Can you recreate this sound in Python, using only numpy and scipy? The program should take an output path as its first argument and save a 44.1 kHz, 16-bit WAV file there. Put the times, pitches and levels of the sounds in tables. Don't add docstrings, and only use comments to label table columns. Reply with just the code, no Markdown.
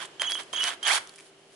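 import sys
import numpy as np
from scipy import signal
from scipy.fft import rfft, irfft, next_fast_len
from scipy.io import wavfile
from scipy.ndimage import uniform_filter1d, map_coordinates

SR = 44100
rng = np.random.default_rng(int(sys.argv[2]) if len(sys.argv) > 2 else 0)


def wav_record(signal):
    frames = np.transpose(np.atleast_2d(signal))
    bounded = np.clip(frames, -1, 1)
    quanta = np.round(bounded * 32767).astype(np.int16)
    wavfile.write(sys.argv[1], SR, quanta)


N = 68355

# frequency in Hz, relative level in dB.
AIR_SPECTRUM = [(25, -26.5), (80, -28), (150, -14), (240, -16), (320, -8), (390, -6.5), (450, -11.5),
                (650, -10.5), (1100, -18.5), (1800, -18), (2700, -18.5), (3000, -13.5), (3500, -22),
                (4500, -23), (11000, -32.5)]
# time in seconds, level in dB.
AIR_LEVELS = [(1.0, -52), (1.15, -57.5)]
# frequency in Hz, level in dB.
HUM_TONES = [(156, -73), (392, -64)]
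# frequency in Hz, correlation.
STEREO_LIKENESS = [(60, 0.9), (350, 0.87), (2000, 0.32), (4800, 0.057), (10000, 0.022)]
# frequency in Hz, seconds to fall 60 dB.
ROOM_DECAY = [(200, 0.51), (1500, 0.34), (4000, 0.23), (10000, 0.22)]
# start in seconds, level in dB, pitch in Hz,
# seconds for the crack to fall 60 dB.
GRIP_TICKS = [(.0553, -35.5, 7540, 0.035), (.4338, -35, 7800, 0.015), (1.0735, -33, 5860, 0.011),
              (1.0938, -35.5, 4400, 0.023), (1.139, -41, 7240, 0.0091), (1.1595, -38, 9700, 0.024),
              (1.184, -41, 2350, 0.044), (1.1895, -35.5, 2110, 0.015), (1.2, -41.5, 2230, 0.029),
              (1.207, -35.5, 2420, 0.012)]
CLUTCH_SNAPS = [(.2183, -16, 4540, 0.0019), (.2193, -18, 2090, 0.0093), (.32, -14, 4900, 0.0039),
                (.3103, -18.5, 10400, 0.0031), (.3478, -20, 6030, 0.0017), (.6228, -23.5, 5160, 0.0066),
                (.6406, -12, 5705, 0.0019), (.873, -20.5, 4714, 0.0074)]
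# frequency in Hz, level in dB, seconds to fall 60 dB.
GEARBOX_MODES = [(720, -5, .026), (990, -3, .022), (1470, -8, .011)]
# start in seconds, level in dB.
TOOTH_KNOCKS = [(.0099, -31), (.0161, -32), (.0212, -34), (.0271, -33), (.0321, -33), (.052, -33),
                (.1968, -31), (.2188, -18), (.2312, -22), (.238, -29), (.2467, -25), (.2557, -30),
                (.2688, -29), (.2997, -24), (.3126, -28), (.32, -26), (.3271, -29), (.3533, -23),
                (.3925, -30), (.3982, -26), (.4031, -29), (.535, -25), (.5451, -27), (.5536, -31),
                (.564, -28), (.5737, -27), (.5842, -28), (.5939, -31), (.5998, -29), (.6096, -23),
                (.6339, -21), (.645, -18), (.6522, -20), (.6592, -22), (.6661, -22), (.6719, -21),
                (.6776, -19), (.683, -18), (.6877, -20), (.6959, -27), (.705, -23), (.7151, -27),
                (.7207, -30), (.7251, -30), (.7317, -29), (.8291, -29), (.8538, -28), (.8623, -23),
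                (.867, -18), (.8745, -18), (.8814, -19), (.8859, -15)]
# start in seconds, level in dB.
LOAD_JOLTS = [(0.2205, -25.5), (0.5345, -26.5)]
# time in seconds, coarse noise in dB, fine noise in dB.
DRIVE_AND_RUSTLE_LEVELS = [(0, -38.5, -53), (.03, -37.5, -40.5), (.085, -58.5, -67), (.193, -64, -96),
                           (.198, -41.5, -99), (.225, -34, -44), (.28, -47, -62), (.31, -36, -36),
                           (.337, -57, -76), (.402, -35, -38.5), (.45, -67, -62.5), (.526, -62, -60),
                           (.532, -42, -36.5), (.595, -37.5, -62), (.635, -38, -36), (.685, -31.5, -32),
                           (.71, -38.5, -45), (.74, -41, -45), (.775, -67, -87), (.826, -54, -71),
                           (.83, -43, -33.5), (.858, -31.5, -57), (.875, -26.5, -23), (.91, -25, -29),
                           (.935, -28, -23.5), (.966, -26.5, -25.5), (.985, -38, -33), (1.0, -50, -51),
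                           (1.1, -58.5, -58), (1.275, -65.5, -55.5), (1.31, -70, -67), (1.5, -82, -65),
                           (1.53, -66.5, -58)]
# frequency in Hz, relative level in dB.
COARSE_SPECTRUM = [(100, -56), (300, -19), (500, -16.5), (680, -5.5), (1000, -3), (1550, -0.5),
                   (2300, -7.5), (2750, -8.5), (3200, 2.5), (4000, -10.5), (8000, -18.5)]
FINE_SPECTRUM = [(1000, -7), (3000, 0), (4400, 2.5), (5500, 0.5), (7000, 0), (8200, 0), (10000, 3.5),
                 (11200, -2.5)]
# time in seconds, gear mesh rate in Hz, whine level in dB.
SPIN_UP = [(.878, 400, -48), (.89, 500, -37), (.9, 600, -36), (.911, 725, -29.5), (.922, 820, -33),
           (.935, 875, -34), (.952, 908, -39), (.962, 835, -36.5), (.97, 690, -38), (.984, 350, -46),
           (.993, 200, -60)]
MESH_HARMONICS = [-15, -12, -1.5, -20, 2, -23]
# frequency in Hz, gain in dB.
CASE_RESPONSE = [(400, -16), (700, 9), (1200, 8), (1650, 7), (2300, 6), (2750, -4), (3700, -18), (4400, -1),
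                 (5600, -22)]
# press in seconds, release in seconds.
TRIGGER_PULLS = [(.1967, .383), (.5297, .704), (.8287, .9)]
# start in seconds, pitch in Hz, level in dB.
ROTOR_STEPS = [(.19, 3171, -29.5), (.221, 3260, -40), (0.237, 3057, -30), (0.244, 3301, -33),
               (0.275, 3030, -27), (0.29, 3317, -33), (.355, 3003, -31.5), (0.361, 3210, -35.5),
               (0.374, 3170, -33), (0.552, 3310, -32), (.561, 3092, -27.5), (.566, 3300, -33),
               (0.579, 3030, -25), (.585, 3315, -30), (.606, 2960, -26), (.633, 3230, -31.5),
               (0.653, 2986, -31), (0.681, 3230, -34.5), (0.821, 3165, -30.5), (0.843, 3320, -37),
               (.848, 3104, -31), (0.854, 3283, -30.5), (0.865, 2990, -23), (0.869, 3322, -37),
               (0.878, 2960, -24), (0.886, 3282, -40)]
# frequency in Hz, gain in dB.
HOUSING_RESPONSE = [(3500, 2), (5900, -16), (6300, -18), (6650, -14), (9000, -23), (9500, -15.5),
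                    (10000, -17.5)]


def amp(db):
    return 10 ** (np.asarray(db) / 20)


def pan(db):
    return amp(np.array([[db], [-db]]) / 2)


def along(points, hz):
    freqs, values = np.transpose(points)
    return np.interp(np.log(hz + 1), np.log(freqs + 1), values)


def curves(rows):
    times, *columns = np.transpose(rows)
    return [np.interp(np.arange(N) / SR, np.sort(times), column) for column in columns]


def wobble(rate):
    return map_coordinates(rng.standard_normal(N // 10), [np.arange(N) * rate / SR], mode="wrap")


def filtered(x, response):
    size = next_fast_len(N + SR // 2)
    return irfft(rfft(x, size) * response(np.fft.rfftfreq(size, 1 / SR)), size)[..., :N]


def add(track, start, sound):
    part = track[..., round(start * SR):][..., :sound.shape[-1]]
    part += sound[..., :part.shape[-1]]


def rush(spectrum, envelope=1):
    def mid_side_gains(hz):
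        spread = np.arccos(np.clip(along(STEREO_LIKENESS, hz), -1, 1)) / 2
        return amp(along(spectrum, hz)) * [np.cos(spread), np.sin(spread)]

    mid, side = filtered(rng.standard_normal((2, N)) * envelope, mid_side_gains)
    stereo = np.array([mid + side, mid - side])
    return stereo / np.sqrt(np.mean(stereo ** 2) + 1e-20)


def grains(rate, life_s, bed):
    count = np.floor(np.cumsum(rate * np.exp(.5 * wobble(rate))) / SR)
    hits = np.diff(count, prepend=0) * rng.uniform(.9, 1, N)
    return bed + signal.lfilter([1], [1, -np.exp(-1 / (life_s * SR))], hits)


def clicks(rows, ring_ratio, crack_db, crack_low_hz):
    out, t = np.zeros((2, N)), np.arange(SR // 30) / SR
    highpass = signal.butter(2, crack_low_hz, "high", fs=SR)
    for start, db, hz, t60 in rows:
        noise = rng.standard_normal(len(t)) + .5 * rng.standard_normal((2, len(t)))
        crack = signal.lfilter(*highpass, noise * amp(crack_db - 60 * t / t60))
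        ring = np.sin(2 * np.pi * hz * t) * amp(-60 * t / (ring_ratio * t60))
        add(out, start, amp(db) * (ring + crack))
    return out


def room_tone():
    t = np.arange(N) / SR
    air_db, = curves(AIR_LEVELS)
    hum = sum(amp(db) * np.sqrt(2) * np.sin(2 * np.pi * hz * t + .5 * wobble(10.63))
              for hz, db in HUM_TONES)
    return amp(air_db) * rush(AIR_SPECTRUM) + hum


def room_tail(source):
    hz, t, noise = signal.stft(rng.standard_normal((2, SR // 2)), SR, nperseg=256)
    decay = amp(-60 * t / along(ROOM_DECAY, hz)[:, None])
    _, tail = signal.istft(noise * decay, SR, nperseg=256)
    tail /= np.linalg.norm(tail[0])
    return signal.fftconvolve(source.mean(axis=0)[None], tail, axes=1)[:, :N]


def grip_ticks():
    return clicks(GRIP_TICKS, ring_ratio=.27, crack_db=-5, crack_low_hz=1800)


def clutch_snaps():
    return clicks(CLUTCH_SNAPS, ring_ratio=.67, crack_db=-1.5, crack_low_hz=1430)


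def gearbox_ring(t):
    return sum(amp(db - 60 * t / t60) * np.sin(2 * np.pi * hz * rng.normal(1, .05) * t)
               for hz, db, t60 in GEARBOX_MODES)


def gear_knocks():
    out, t = np.zeros(N), np.arange(SR // 30) / SR
    high_hz, low_hz, glide_s = 4820, 1060, .00036
    attack_s, ring_db = .00027, -14.5
    hz = low_hz + (high_hz - low_hz) * np.exp(-t / glide_s)
    envelope = t / attack_s * np.exp(1 - t / attack_s)
    for start, db in TOOTH_KNOCKS:
        cycles = np.cumsum(hz) * rng.normal(1, .12) / SR + rng.random()
        tick = envelope * np.sin(2 * np.pi * cycles)
        add(out, start, amp(db) * (tick + amp(ring_db) * gearbox_ring(t)))
    for start, db in LOAD_JOLTS:
        add(out, start, amp(db) * gearbox_ring(t))
    return out * pan(db=-4)


def drive_and_rustle():
    coarse_db, fine_db = curves(DRIVE_AND_RUSTLE_LEVELS)
    coarse = rush(COARSE_SPECTRUM, grains(rate=450, life_s=.0006, bed=.3)) * amp(coarse_db)
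    fine = rush(FINE_SPECTRUM, grains(rate=930, life_s=.00017, bed=.19)) * amp(fine_db)
    return coarse * pan(db=-6.5) + fine * pan(db=-1.5)


def gear_whine():
    t = np.arange(N) / SR
    mesh_hz, db = curves(SPIN_UP)
    phase = 2 * np.pi * np.cumsum(mesh_hz * (1 + .024 * wobble(700))) / SR
    tone = np.zeros(N)
    for k, harmonic_db in enumerate(MESH_HARMONICS, 1):
        gain = amp(harmonic_db + along(CASE_RESPONSE, k * mesh_hz) + 2.5 * wobble(220))
        tone += gain * np.sin(k * phase)
    spinning = (t > SPIN_UP[0][0]) & (t < SPIN_UP[-1][0])
    return tone * amp(db) * spinning * pan(db=-14.5)


def motor_squeal():
    waver_db, pitch_jitter = .9, .005
    overtone_waver_db, overtone_smear_rad = 5, .15
    t = np.arange(N) / SR
    steps = np.array(ROTOR_STEPS)
    step_index = np.maximum(np.searchsorted(steps[:, 0], t) - 1, 0)
    hz, db = uniform_filter1d(steps[step_index, 1:].T, size=45)
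    trigger = sum(((t > on) & (t < off)) * 1. for on, off in TRIGGER_PULLS)
    level = uniform_filter1d(trigger, size=24) * amp(db + waver_db * wobble(138.1))
    phase = 2 * np.pi * np.cumsum(hz * (1 + pitch_jitter * wobble(500))) / SR
    phase = phase + np.array([[0], [.6]])
    tone = np.zeros((2, N))
    for k in (1, 2, 3):
        flicker_db = (k > 1) * overtone_waver_db * wobble(85.3)
        smear = (k - 1) * overtone_smear_rad * wobble(900)
        tone += amp(along(HOUSING_RESPONSE, k * hz) + flicker_db) * np.sin(k * phase + smear)
    return level * tone * pan(db=-6)


def scene():
    bass_cut_hz, room_db = 464, -11.5
    snaps, ticks = clutch_snaps(), grip_ticks()
    drill = motor_squeal() + drive_and_rustle() + gear_whine() + gear_knocks() + snaps + ticks
    drill = signal.lfilter(*signal.butter(2, bass_cut_hz, "high", fs=SR), drill)
    return drill + amp(room_db) * room_tail(drill) + room_tone()


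def record(dry):
    top_hz = 11130
    return filtered(dry, lambda hz: 1 / np.sqrt(1 + (hz / top_hz) ** 220))


dry = scene()
out = record(dry)
wav_record(out)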